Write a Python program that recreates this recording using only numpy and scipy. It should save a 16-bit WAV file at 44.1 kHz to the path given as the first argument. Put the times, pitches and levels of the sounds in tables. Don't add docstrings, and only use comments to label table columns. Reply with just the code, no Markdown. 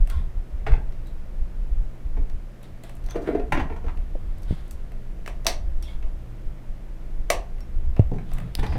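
import sys
import numpy as np
from scipy import signal
from scipy.fft import rfft, irfft, next_fast_len
from scipy.io import wavfile
from scipy.ndimage import uniform_filter1d, map_coordinates

SR = 44100
rng = np.random.default_rng(int(sys.argv[2]) if len(sys.argv) > 2 else 0)


def store_wav(level_fs):
    pcm = np.round(np.clip(np.atleast_2d(level_fs), -1, 1) * 32767)
    wavfile.write(sys.argv[1], SR, pcm.T.astype(np.int16))


N = 387198

# start_s, board_db, module_db, fins_db, crack_db, contact_t60_s
SNAPS = [(5.261, -40, -36, -42, -45, 0.013), (5.2765, -30, -32.5, -41, -41, 0.0083),
         (5.447, -47, -46, -46, -46, 0.0088), (5.4553, -29, -44, -51, -60, 0.0061),
         (5.466, -18.5, -17.5, -11, -18, 0.027), (5.481, -22.5, -42, -28, -37, 0.0056),
         (7.301, -11, -15.5, -17.5, -19, 0.035)]
# start_s, board_db, module_db, part_db, spark_db, contact_t60_s
CLICKS = [(8.5518, -43, -41, -22, -27.5, 0.0064), (8.5975, -42, -53, -38, -46.5, 0.0062)]
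# start_s, board_db, edge_db, fins_db, contact_t60_s
KNOCKS = [(0.6655, -24, -26, -44, 0.067), (0.719, -29, -35, -49, 0.016),
          (0.737, -32.5, -35.5, -52.5, 0.038), (2.169, -29, -44.5, -59, 0.051),
          (3.145, -24, -48, -65, 0.028), (3.155, -12, -39.5, -45, 0.071), (3.219, -24.5, -49, -47, 0.098),
          (3.274, -12, -36.5, -53, 0.036), (3.287, -14, -42, -59, 0.011), (3.348, -9, -39, -52, 0.046),
          (3.397, -18.5, -40, -56, 0.022), (3.522, -15, -17.5, -30, 0.021), (3.548, -21, -30, -54, 0.029),
          (3.574, -16, -24.5, -51, 0.037), (3.594, -36, -26, -43, 0.099), (3.699, -26, -38, -70, 0.044),
          (3.723, -36, -43, -67, 0.027), (3.762, -35, -43.5, -54, 0.03), (3.841, -29, -46, -57, 0.067),
          (3.865, -32.5, -43, -54, 0.043), (3.882, -49, -37.5, -57, 0.025), (3.893, -43, -41.5, -63, 0.02),
          (8.115, -20.5, -55, -56, 0.021), (8.136, -32.5, -48.5, -57, 0.052), (8.158, -31, -53, -55, 0.037),
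          (8.184, -37, -43.5, -56, 0.017), (8.587, -24.5, -35, -55, 0.027),
          (8.629, -20.5, -28.5, -43, 0.087), (8.723, -30, -36, -53, 0.028), (8.753, -21.5, -38, -68, 0.068)]
# start_s, module_db, fins_db, crack_db
TICKS = [(0.0727, -42.5, -46, -46.5), (0.099, -39.5, -38, -40), (0.9223, -51, -49, -64),
         (1.07, -67, -61, -54), (2.2976, -48, -48, -58), (2.63, -47, -62, -51.5),
         (2.836, -40.5, -60, -45.5), (2.8944, -42.5, -51, -50), (2.9514, -59, -63, -52),
         (2.9674, -53, -64, -57), (3.0404, -52, -49, -58), (3.062, -55, -42, -51.5),
         (3.0862, -41, -45, -57), (3.108, -48, -35, -46.5), (3.9722, -44.5, -57, -60),
         (4.3824, -55, -59, -54), (4.4205, -64, -58, -56), (4.5504, -62, -58, -65), (4.4312, -57, -47, -52),
         (4.6788, -63, -59, -54.5), (4.7094, -51, -42, -41), (4.9182, -45.5, -56, -58),
         (5.825, -46, -36, -43), (6.0264, -40.5, -50, -65), (7.5822, -46.5, -61, -65),
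         (7.605, -48, -47, -53), (7.9645, -34, -66, -61), (7.9932, -38, -49, -58), (8.3158, -40, -46, -58),
         (8.334, -44, -71, -41.5), (8.3834, -37, -60, -45), (8.4014, -39, -59, -52),
         (8.5744, -43, -55, -53), (8.611, -52, -52, -60), (8.6652, -32, -35, -51)]
# start_s, level_db, pitch_hz, t60_s
PINGS = [(5.8262, -46, 5530, 0.14), (7.607, -53, 5520, 0.14)]
# peak_s, rise_20db_s, fall_20db_s, dull_db, bright_db
RUB_STROKES = [(.1, 0.014, 0.11, -49.5, -52.5), (1.092, .08, 0.029, -78, -68),
               (2.646, 0.038, 0.03, -57, -57.5), (2.836, 0.0075, 0.095, -51, -51.5),
               (3.116, .06, 0.01, -45, -54), (3.162, 0.017, 0.023, -35, -64), (3.276, 0.15, 0.24, -48, -63),
               (4.54, 0.43, 0.32, -60.5, -63), (5.835, .01, .08, -64, -55), (5.9, 0.048, 0.073, -55, -56),
               (8.34, 0.094, 0.069, -62, -57), (8.385, 0.13, 0.096, -48.5, -60),
               (8.597, 0.012, 0.0089, -41, -43.5), (8.632, 0.0054, 0.052, -38, -46),
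               (8.77, 0.3, 0.059, -51.5, -55)]
# start_s, length_s, centre_hz, width_hz, level_db
SQUEAKS = [(0.114, 0.015, 1410, 142, -50), (0.123, 0.042, 1046, 117, -50.5),
           (1.06, 0.028, 3900, 300, -60.5), (3.095, 0.023, 6160, 500, -50), (3.098, 0.026, 3460, 397, -53),
           (5.848, 0.069, 3370, 353, -54.5), (5.872, 0.031, 2160, 200, -56), (8.633, .145, 4880, 497, -59)]
# peak_s, rise_20db_s, fall_20db_s, level_db
DRAG_STROKES = [(.19, .15, 0.2, -36.5), (.706, .05, 0.051, -27), (.795, .1, 0.044, -29.5),
                (3.17, .1, .1, -38), (3.29, .2, 0.13, -40), (3.528, .025, 0.15, -25),
                (3.66, .1, 0.045, -32), (8.13, .03, 0.22, -23), (8.46, .25, 0.085, -28.5),
                (8.62, .05, 0.16, -25.5), (8.78, .1, 0.09, -22)]
# time_s, shake_db, flutter_db
SHAKE = [(0, -24, -46), (.3, -23, -41), (.48, -38.5, -60), (.6, -26, -40), (1.3, -31.5, -43),
         (1.8, -22, -44), (1.96, -40.5, -52), (2.15, -22, -47), (2.6, -40.5, -58), (3.0, -33.5, -47),
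         (3.6, -29.5, -40), (4.2, -29, -38.5), (5.3, -31.5, -52.5), (5.7, -26, -35.5), (6.6, -35.5, -48),
         (7.4, -28.5, -51), (7.9, -26, -32), (8.45, -32.5, -47.5), (8.78, -24.5, -33)]
# peak_s, shake_db, flutter_db
LURCHES = [(0.022, -8, -42), (.17, -15, -18.5), (.38, -21, -28.5), (.55, -20, -36), (0.728, -6.5, -22),
           (.89, -20.5, -36), (1.2, -30, -49), (1.421, -14.5, -34), (1.6, -21.5, -32), (1.721, -14, -29),
           (1.822, -10.5, -30), (2.06, -22.5, -36), (2.2, -19.5, -26.5), (2.348, -25, -26.5),
           (2.73, -46, -38), (3.05, -20, -40), (3.44, -20.5, -45), (3.55, -13, -46), (3.62, -21.5, -24),
           (3.73, -25, -27), (3.87, -24, -28.5), (3.992, -18.5, -30), (4.15, -18.5, -48), (4.5, -22.5, -31),
           (4.751, -26, -33), (5.39, -38, -49), (5.68, -20, -34), (5.768, -11.5, -27), (5.96, -17, -37),
           (6.062, -11, -44), (6.14, -22, -41), (6.479, -19, -28), (6.7, -23.5, -50.5), (7.19, -18, -34.5),
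           (7.35, -42, -36), (7.771, -16, -43), (7.879, -11.5, -24), (8.059, -18.5, -23.5),
           (8.344, -17, -40), (8.6, -18, -25.5), (8.706, -26, -20)]
# start_s, thud_db, thud_hz, thud_t60_s, low_tone_db, high_tone_db
BUMPS = [(4.153, -45, 100, .05, -17.5, -25.5), (4.5085, -10.5, 81, 0.039, -34, -39),
         (4.524, -19.5, 158, 0.075, -48, -50), (7.9946, -0.5, 100.8, 0.086, -5.5, -22.5),
         (8.005, -31, 110, 0.054, -26, -29.5), (8.117, -25, 126, 0.2, -39, -47)]
# pitch_hz, t60_s
HOUSING_TONES = [(286, 0.0069), (500, .04)]

# centre_hz, width_hz, level_db
BOARD_MODES = [(271.4, 63, -1.5), (431, 61, -1), (687, 86, -4.5)]
# centre_hz, width_hz, level_db
EDGE_MODES = [(827, 296, 10), (1112, 100, 2.5), (1290, 280, -15), (1970, 830, 7), (2730, 1720, 0.5)]
# centre_hz, width_hz, level_db
LATCH_MODES = [(387, 480, -11), (699, 120, 1), (876, 90, -7), (1183, 320, -7)]
# centre_hz, width_hz, level_db
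MODULE_MODES = [(2020, 700, 1.5), (2490, 204, 6), (2583, 240, 6)]
# centre_hz, width_hz, level_db
FIN_MODES = [(3840, 1100, -5.5), (4840, 630, 6.5), (5000, 940, 3.5), (6030, 740, 0.5)]
# centre_hz, width_hz, level_db
CRACK_MODES = [(7900, 4700, 14), (9840, 450, 2), (13600, 10000, -4)]
# centre_hz, width_hz, level_db
CLIP_MODES = [(3660, 620, -4), (4980, 700, -0.5)]
# centre_hz, width_hz, level_db
SPARK_MODES = [(8060, 3000, 2), (13700, 2900, 1.5)]

# freq_hz, relative_db
DULL_SPECTRUM = [(300, -30), (700, -1), (1100, 1), (2100, -2), (3000, -15), (5000, -35)]
# freq_hz, relative_db
BRIGHT_SPECTRUM = [(1500, -37), (2600, -5.5), (3400, 1), (4800, -9), (6000, -16.5), (10000, -13.5),
                   (16000, -33)]
# freq_hz, relative_db
BOOM_SPECTRUM = [(70, -39), (105, -5), (125, 3.5), (145, -7.5), (190, -8.5), (300, -27.5)]
# freq_hz, relative_db
SHAKE_SPECTRUM = [(8, -11), (18, 10.5), (30, 4.5), (45, -3.5), (62, -16.5), (90, -43), (200, -120)]
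# freq_hz, relative_db
FLUTTER_SPECTRUM = [(30, -69), (45, -8), (60, 23), (80, 7.5), (105, 2), (160, -31), (300, -120)]
# freq_hz, t60_s
ROOM_DECAY = [(300, 0.32), (800, 0.35), (2100, 0.24), (5500, 0.23), (14600, 0.13)]
# pitch_hz, rms_db
HUM = [(120, -49.5), (178, -57.5), (240, -64), (320, -61.5), (360, -66)]
# freq_hz, relative_db
FAN_SPECTRUM = [(60, -49), (100, -6.5), (180, -3.5), (300, -12), (600, -13.5), (850, -20), (1200, -23.5),
                (2000, -26), (4000, -36), (8000, -41.5), (15000, -44.5), (16400, -63)]

SEATED_BODIES = LATCH_MODES, MODULE_MODES, FIN_MODES, CRACK_MODES
CLICK_BODIES = LATCH_MODES, MODULE_MODES, CLIP_MODES, SPARK_MODES
KNOCK_BODIES = BOARD_MODES, EDGE_MODES, FIN_MODES, CRACK_MODES
TICK_BODIES = LATCH_MODES, MODULE_MODES, FIN_MODES, SPARK_MODES
CONTACT_CORNER_RATIO = 1.3
KNOCK_CRACK_DB = -14.5
TICK_BOARD_DB, TICK_T60_S = -3.5, .012
TREMBLE_DB, TREMBLE_PER_S = 2.5, 22
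LURCH_RISE_20DB_S, LURCH_FALL_20DB_S = 0.043, 0.049
SHAKE_EVENNESS, FLUTTER_EVENNESS, BOOM_EVENNESS = .45, .87, 1.0
SETTLE_S, DROOP, HEAD_TURNS = .0024, .37, .15
FAN_DB = -49.5
TOP_HZ = 16300


def snaps():
    return contacts(SNAPS, SEATED_BODIES, trims_db=(16.0, 15.3, 12.7, 14.5),
                    blow=1.16, rise_s=0.00037, lead_s=0.001411)


def clicks():
    return contacts(CLICKS, CLICK_BODIES, trims_db=(23, 21, 16.3, 14),
                    blow=0.93, rise_s=.0003, lead_s=0.00045)


def knocks():
    events = [(s, board, edge, fins, fins + KNOCK_CRACK_DB, t60)
              for s, board, edge, fins, t60 in KNOCKS]
    return contacts(events, KNOCK_BODIES, trims_db=(15.06, 22.26, 12.8, 25.0), blow=0.42, rise_s=0.0019)


def tick_events():
    return [(s, module + TICK_BOARD_DB, module, fins, crack, TICK_T60_S)
            for s, module, fins, crack in TICKS]


def ticks():
    taps = contacts(tick_events(), TICK_BODIES, trims_db=(18.6, 15.0, 11.3, 17.8),
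                    blow=0.18, rise_s=0.0016)
    return taps + rings(PINGS, settle_s=.001, droop=0, head_turns=0)


def rubbing():
    dull_gain, bright_gain = swells(RUB_STROKES)
    slips = amp(2 * wobble(120) + 3.1 * wobble(30))
    dull = dull_gain * unit(slips * noise(DULL_SPECTRUM))
    return dull + bright_gain * unit(slips * noise(BRIGHT_SPECTRUM))


def squeaks():
    out = np.zeros(N)
    for start_s, length_s, hz, width_hz, db in SQUEAKS:
        t = np.arange(round(length_s * SR)) / SR
        flicker = uniform_filter1d(rng.standard_normal((2, len(t))), round(SR / width_hz), axis=1)
        phase = 2 * np.pi * hz * t
        tone = flicker[0] * np.sin(phase) + flicker[1] * np.cos(phase)
        out[round(start_s * SR):][:len(t)] += amp(db) * unit(tone) * np.sqrt(np.sin(np.pi * t / length_s))
    return out


def desk():
    return soft(swells(DRAG_STROKES)[0] * steady_waver(BOOM_SPECTRUM, BOOM_EVENNESS), 440)


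def handling():
    wander_db = TREMBLE_DB * np.array([wobble(TREMBLE_PER_S), wobble(TREMBLE_PER_S)])
    tremble = amp(np.array(curves(SHAKE)) + wander_db)
    strokes = [(s, LURCH_RISE_20DB_S, LURCH_FALL_20DB_S, *db) for s, *db in LURCHES]
    shake_gain, flutter_gain = np.hypot(tremble, swells(strokes))
    shake = shake_gain * steady_waver(SHAKE_SPECTRUM, SHAKE_EVENNESS)
    flutter = flutter_gain * steady_waver(FLUTTER_SPECTRUM, FLUTTER_EVENNESS)
    return soft(shake + flutter, 210) + bumps()


def bumps():
    tones = [(s, db, hz, t60) for s, db, hz, t60, *_ in BUMPS]
    for s, _, _, _, *levels_db in BUMPS:
        tones += [(s, db, *tone) for db, tone in zip(levels_db, HOUSING_TONES)]
    return soft(rings(tones, SETTLE_S, DROOP, HEAD_TURNS), 590)


def room_blows():
    snap_blows = contacts(SNAPS, SEATED_BODIES, trims_db=(15.6, 16, 10.4, 16), blow=1, rise_s=1, rattle=0)
    tick_blows = contacts(tick_events(), TICK_BODIES, trims_db=(23, 11, 6.6, 15),
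                          blow=1, rise_s=1, rattle=0)
    return snap_blows + tick_blows


def room(x):
    step, delay = SR // 4, 150
    out = np.zeros(N + 2 * SR)
    fade = signal.get_window("hann", 2 * step)
    x = np.pad(x, (step, 2 * step))
    for start in range(0, N + step, step):
        hz, t, z = signal.stft(rng.standard_normal(SR // 2), SR, nperseg=256)
        decay = amp(-60 * t / along(ROOM_DECAY, hz)[:, None])
        tail = signal.istft(z * decay, SR, nperseg=256)[1]
        wet = signal.fftconvolve(fade * x[start:start + 2 * step], tail / np.linalg.norm(tail))
        out[start + delay:][:len(wet)] += wet
    return out[step:step + N]


def background():
    t = np.arange(N) / SR
    hum = np.zeros(N)
    for hz, db in HUM:
        gain = np.sqrt(2) * amp(db + 2.0 * wobble(5.4))
        hum += gain * np.sin(2 * np.pi * hz * t + 0.31 * wobble(9))
    return hum + amp(FAN_DB + 0.15 * wobble(3.28)) * noise(FAN_SPECTRUM)


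def contacts(events, bodies, trims_db, blow, rise_s, lead_s=0, rattle=1):
    force = np.zeros((4, N + SR))
    t = np.arange(SR // 4) / SR
    for start_s, *levels_db, t60_s in events:
        envelope = amp(-60 * t / max(t60_s, .002)) * (1 - np.exp(-t / rise_s))
        burst = envelope * rng.standard_normal((4, len(t)))
        burst *= rattle / np.linalg.norm(burst, axis=1, keepdims=True)
        burst[:, round(lead_s * SR)] += blow * np.array([1, -1, 1, -1])
        force[:, round(start_s * SR):][:, :len(t)] += amp(levels_db)[:, None] * burst
    return sum(amp(db) * filtered(f[:N], modes(body)) for db, f, body in zip(trims_db, force, bodies))


def modes(table, order=2):
    corner_hz = CONTACT_CORNER_RATIO * table[-1][0]

    def response(f):
        ring = sum((-1) ** k * amp(db) * 1j * f * width / (centre ** 2 - f * f + 1j * f * width)
                   for k, (centre, width, db) in enumerate(table))
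        return ring / (1 + 1j * f / corner_hz) ** order
    return response


def rings(events, settle_s, droop, head_turns):
    out = np.zeros(N + SR)
    t = np.arange(SR // 3) / SR
    for start_s, db, hz, t60_s in events:
        turns = head_turns + hz * (t + droop * settle_s * (1 - np.exp(-t / settle_s)))
        attack = 1 - np.exp(-t / 0.00025)
        out[round(start_s * SR):][:len(t)] += amp(db - 60 * t / t60_s) * np.sin(2 * np.pi * turns) * attack
    return out[:N]


def swells(rows):
    t = np.arange(0, N + 64, 32) / SR
    power = 0
    for peak_s, rise_s, fall_s, *db in rows:
        drop_db = 20 * np.maximum((peak_s - t) / rise_s, (t - peak_s) / fall_s)
        power = power + amp(np.array(db)[:, None] - drop_db) ** 2
    return np.array([np.interp(np.arange(N) / SR, t, np.sqrt(p)) for p in power])


def steady_waver(spectrum, evenness):
    x = noise(spectrum)
    return unit(x / (np.abs(signal.hilbert(x)) + 0.11) ** evenness)


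def noise(spectrum):
    return unit(filtered(rng.standard_normal(N), lambda hz: amp(along(spectrum, hz))))


def filtered(x, response):
    m = next_fast_len(N + SR // 2)
    gain = response(np.fft.rfftfreq(m, 1 / SR))
    return irfft(rfft(x, m) * unit(np.abs(gain)) * np.exp(1j * np.angle(gain)), m)[:N]


def soft(x, edge_hz, order=4):
    return signal.sosfilt(signal.butter(order, edge_hz, fs=SR, output="sos"), x)


def wobble(knots_per_s):
    knots = rng.standard_normal(int(N * knots_per_s / SR) + 4)
    return map_coordinates(knots, [np.arange(N) * knots_per_s / SR])


def curves(rows):
    time_s, *columns = np.transpose(rows)
    return [np.interp(np.arange(N) / SR, time_s, c) for c in columns]


def along(points, hz):
    f, v = np.transpose(points)
    return np.interp(np.log(hz + 1), np.log(f + 1), v)


def unit(x):
    return x / np.sqrt(np.mean(x ** 2) + 1e-20)


def amp(db):
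    return 10 ** (np.asarray(db) / 20)


def scene():
    click = clicks()
    near = knocks() + rubbing() + squeaks()
    direct = snaps() + ticks() + click + near
    wet = room(room_blows() + amp(-1.0) * near + amp(-16) * click)
    return (direct + wet + desk() + handling() + background())[None]


def record(dry):
    m = next_fast_len(N + SR // 2)
    passed = np.fft.rfftfreq(m, 1 / SR) < TOP_HZ
    return irfft(rfft(dry, m) * passed, m)[:, :N]


dry = scene()
out = record(dry)
store_wav(out)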